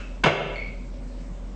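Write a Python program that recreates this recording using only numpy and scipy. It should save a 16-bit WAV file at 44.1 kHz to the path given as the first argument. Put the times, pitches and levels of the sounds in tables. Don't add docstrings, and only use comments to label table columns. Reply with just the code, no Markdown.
import sys
import numpy as np
from scipy import signal
from scipy.io import wavfile
from scipy.ndimage import uniform_filter1d

SR = 44100
rng = np.random.default_rng(int(sys.argv[2]) if len(sys.argv) > 2 else 0)


def persist_wave(psi):
    counts = np.round(np.clip(psi, -1, 1) * 32767).astype(np.int16)
    wavfile.write(sys.argv[1], SR, np.atleast_2d(counts).T)


def level_to_linear(level):
    exponent = np.asarray(level, float) / 20
    return 10 ** exponent


N = 68355

# (frequency [Hz], density [dB per Hz])
EARLIER_SPECTRUM = [(240, -20), (400, -12.5), (608, 14.5), (728, -30), (882, -6.5), (1720, -38), (2690, -8),
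                    (3800, -49.5), (7000, -43), (9100, -35), (15400, -120)]
# (frequency [Hz], width [Hz], level [dB])
EARLIER_RING = [(1330, 200, -46), (2200, 370, -50.5), (2625, 89, -46), (2980, 95, -61.5),
                (5300, 150, -68.5)]
# (frequency [Hz], density [dB per Hz])
AIR_SPECTRUM = [(70, -8), (160, -10), (260, -19.5), (350, -15), (600, -22), (800, -24), (1400, -32.5),
                (8500, -43.5)]
# (frequency [Hz], width [Hz], level [dB])
CASING = [(146, 12, -61.5), (190, 30, -49), (248, 10, -49), (559, 34, -55.5)]
# (time [s], level [dB])
RAIL_HITS = [
    (.2362, -25),
    (.2388, -15),
    (.2415, -18),
    (.2448, -18),
    (.2490, -20),
]
# (time [s], level [dB])
TABLE_HITS = [
    (.2480, -22.5),
    (.2598, -8.5),
    (.2650, -8),
    (.2710, -11.5),
    (.2800, -11),
    (.2920, -15.5),
]
# (frequency [Hz], level [dB], T60 [s])
RAIL_MODES = [(1016, 1.5, 0.048), (193.4, -1, 0.15), (1563, 5.5, 0.015), (1776, 1.5, 0.03),
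              (2120, -1.5, 0.013), (2720, 2.5, 0.0062), (3130, -3.5, 0.016), (3270, -6, 0.014),
              (3570, -6, 0.014), (4066, -9, .012), (4140, -28, 0.016), (4780, -12.5, 0.018),
              (6350, -12.5, 0.0032), (6530, -37.5, 0.002)]
# (frequency [Hz], level [dB], T60 [s])
TABLE_MODES = [(143.5, -5.5, 0.067), (216, -3, 0.031), (288, -5, 0.058), (393, -5.5, 0.15), (490, 0, 0.093),
               (565.5, -1.5, .05), (715, 3, 0.02), (764.5, -2, .035), (908, -4, 0.029), (1100, -13.5, .03),
               (1263, -1.5, 0.017), (1440, -37.5, .03), (93.1, -8.5, 0.071), (2640, -19, .008)]
# (time [s], pitch [Hz], level [dB])
SQUEAK = [
    (.552, 2400, -77),
    (.559, 2261, -29),
    (0.565, 2200, -41.5),
    (0.584, 2161, -36.5),
    (0.6, 2198, -38.5),
    (0.608, 2306, -53.5),
    (0.62, 2495, -45),
    (.632, 2470, -76),
]
# (frequency [Hz], T60 [s])
ROOM_T60 = [(100, 0.59), (300, 0.53), (600, 0.58), (1500, 0.53), (2300, 0.62), (3200, 0.64), (5000, 0.45),
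            (8500, 0.48)]
# (frequency [Hz], level [dB])
ROOM_COLOUR = [(100, -11.5), (300, -2), (550, -2.8), (900, -5.65), (2600, 4.5), (3900, 0.5), (6500, 6),
               (8500, -13)]

TIME_S = np.arange(N) / SR
EARLIER_DB = -49
AIR_DB, AIR_PATCHY_DB, AIR_PATCHY_HZ = -46, 2.35, 5.9
DRONE_HZ, DRONE_DB, SECOND_HZ, SECOND_DB = 43.47, -34.6, 35.95, -49
IN_STEP_S = 1.052
STRIKE_SPREAD_DB = 2.5
CHATTER_PER_S, CHATTER_DB, CHATTER_T60_S = 1500, -15, 0.04
RING_CYCLES = 45
CRACK_DB, CRACK_T60_S, CRACK_LOW_HZ = -14, 0.008, 3000
BLOW_LOW_HZ = 75
SQUEAK_OCTAVE_DB, SQUEAK_ROOM_DB = -12, -4.5
SQUEAK_WOBBLE_HZ, SQUEAK_WOBBLES_PER_S, SQUEAK_FLUTTER_DB = 45, 110, 4
ROOM_DB, ROOM_GAP_S, ROOM_BUILD_S = 3, 0.0031, 0.016
AGC_THRESHOLD_DB, AGC_SHARE, AGC_RELEASE_DB_PER_S, AGC_ATTACK_S = -25, 0.8, 70, 0.014
CUTOFF_HZ = 8550


def rms_one(x):
    return x / np.sqrt(np.mean(x ** 2) + 1e-20)


def at_hz(points, hz):
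    table_hz, value = np.transpose(points)
    return np.interp(np.log(hz), np.log(table_hz), value)


def highpass(x, low_hz):
    return signal.sosfilt(signal.butter(2, low_hz, "high", fs=SR, output="sos"), x)


def drift(rate_hz):
    r = np.exp(-2 * np.pi * rate_hz / SR)
    settle = SR // 2
    wander = signal.lfilter([1], [1, -2 * r, r * r], rng.standard_normal(N + settle))
    return rms_one(wander[settle:])


def bands(gain):
    edges_hz = 60 * 2 ** (np.arange(23) / 3)
    settle = 4096
    white = rng.standard_normal((2, N + settle))
    out = np.zeros(N)
    for k, (low, high) in enumerate(zip(edges_hz, edges_hz[1:])):
        sos = signal.butter(2, [low, high], "band", fs=SR, output="sos")
        out += gain(np.sqrt(low * high)) * signal.sosfilt(sos, white[k % 2])[settle:]
    return out


def resonance(hz, width_hz):
    r = np.exp(-np.pi * width_hz / SR)
    poles = [1, -2 * r * np.cos(2 * np.pi * hz / SR), r * r]
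    return rms_one(signal.lfilter([1, 0, -1], poles, rng.standard_normal(N)))


def decay(hz):
    return level_to_linear(-60 * TIME_S / at_hz(ROOM_T60, hz))


def earlier_knock():
    tail = bands(lambda hz: level_to_linear(at_hz(EARLIER_SPECTRUM, hz) - 30 * (hz < 400)) * decay(hz))
    rings = sum(level_to_linear(db) * resonance(hz, width_hz) * decay(hz) for hz, width_hz, db in EARLIER_RING)
    start_rms = np.sqrt(np.mean(tail[:SR // 50] ** 2))
    return level_to_linear(EARLIER_DB - 4) * tail / start_rms + rings


def air_noise():
    noise = bands(lambda hz: level_to_linear(at_hz(AIR_SPECTRUM, hz) + AIR_PATCHY_DB * drift(AIR_PATCHY_HZ)))
    return level_to_linear(AIR_DB) * rms_one(noise)


def casing_murmur():
    return sum(level_to_linear(db) * resonance(hz, width_hz) for hz, width_hz, db in CASING)


def drones():
    turn = 2 * np.pi * (TIME_S - IN_STEP_S)
    first = level_to_linear(DRONE_DB) * np.cos(DRONE_HZ * turn)
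    second = level_to_linear(SECOND_DB) * np.cos(SECOND_HZ * turn)
    return np.sqrt(2) * (first + second)


def struck(hits, modes):
    hit_s, hit_db = np.transpose(hits)
    spread_db = STRIKE_SPREAD_DB * rng.standard_normal((len(hit_s), len(modes)))
    age_s = TIME_S - hit_s[:, None]
    fall_db = hit_db[:, None] + CHATTER_DB - 60 * np.abs(age_s) / CHATTER_T60_S
    chatter = np.sum(level_to_linear(fall_db) * (age_s > 0), axis=0)
    chatter *= rng.random(N) < CHATTER_PER_S / SR
    out = np.zeros(N)
    for k, (hz, level_db, t60_s) in enumerate(modes):
        clicks = chatter * rng.standard_normal(N) + 1e-18
        clicks[(hit_s * SR).astype(int)] = level_to_linear(hit_db + spread_db[:, k]) * (-1) ** k
        r = level_to_linear(-60 / (min(t60_s, RING_CYCLES / hz) * SR))
        w = 2 * np.pi * hz / SR
        out += level_to_linear(level_db) * signal.lfilter([0, np.sin(w)], [1, -2 * r * np.cos(w), r * r], clicks)
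    return out


def crack():
    age_s = TIME_S - RAIL_HITS[1][0]
    envelope = level_to_linear(CRACK_DB - 60 * np.abs(age_s) / CRACK_T60_S) * (age_s > 0)
    return envelope * highpass(rng.standard_normal(N), CRACK_LOW_HZ)


def squeak():
    s, hz, db = np.transpose(SQUEAK)
    pitch_hz = np.interp(TIME_S, s, hz) + SQUEAK_WOBBLE_HZ * drift(SQUEAK_WOBBLES_PER_S)
    phase = 2 * np.pi * np.cumsum(pitch_hz) / SR
    flutter_db = SQUEAK_FLUTTER_DB * drift(SQUEAK_WOBBLES_PER_S)
    level = level_to_linear(np.interp(TIME_S, s, db, -200, -200) + flutter_db)
    octave = level_to_linear(SQUEAK_OCTAVE_DB + 0.5 * (np.interp(TIME_S, s, db) - db.max()))
    return np.sqrt(2) * level * (np.sin(phase) + octave * np.sin(2 * phase))


def room(x):
    age_s = np.maximum(TIME_S - ROOM_GAP_S, 0)
    tail = bands(lambda hz: level_to_linear(at_hz(ROOM_COLOUR, hz)) * decay(hz))
    tail *= 1 - np.exp(-age_s / ROOM_BUILD_S)
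    return signal.fftconvolve(x, tail / np.sqrt(np.sum(tail ** 2)))[:N]


def scene():
    blow = struck(RAIL_HITS, RAIL_MODES) + struck(TABLE_HITS, TABLE_MODES) + crack()
    blow = highpass(blow, BLOW_LOW_HZ)
    rub = squeak()
    wet = room(level_to_linear(ROOM_DB) * blow + level_to_linear(SQUEAK_ROOM_DB) * rub)
    background = earlier_knock() + air_noise() + casing_murmur() + drones()
    return (blow + rub + wet + background)[None]


def band_limit(x):
    return signal.sosfilt(signal.butter(12, 9320, fs=SR, output="sos"), x)


def record(dry):
    release_db = AGC_RELEASE_DB_PER_S * TIME_S
    level_db = 10 * np.log10(uniform_filter1d(dry[0] ** 2, size=400, origin=199) + 1e-12)
    held_db = np.maximum.accumulate(level_db + release_db) - release_db
    over_db = np.maximum(held_db - AGC_THRESHOLD_DB, 0)
    r = np.exp(-1 / (AGC_ATTACK_S * SR))
    duck_db = AGC_SHARE * signal.lfilter([(1 - r) ** 2], [1, -2 * r, r * r], over_db)
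    top_cut = signal.cheby2(16, 100, CUTOFF_HZ * 1.184, fs=SR, output="sos")
    mix = signal.sosfilt(top_cut, dry * level_to_linear(-duck_db))
    return band_limit(mix)


dry = scene()
out = record(dry)
persist_wave(out)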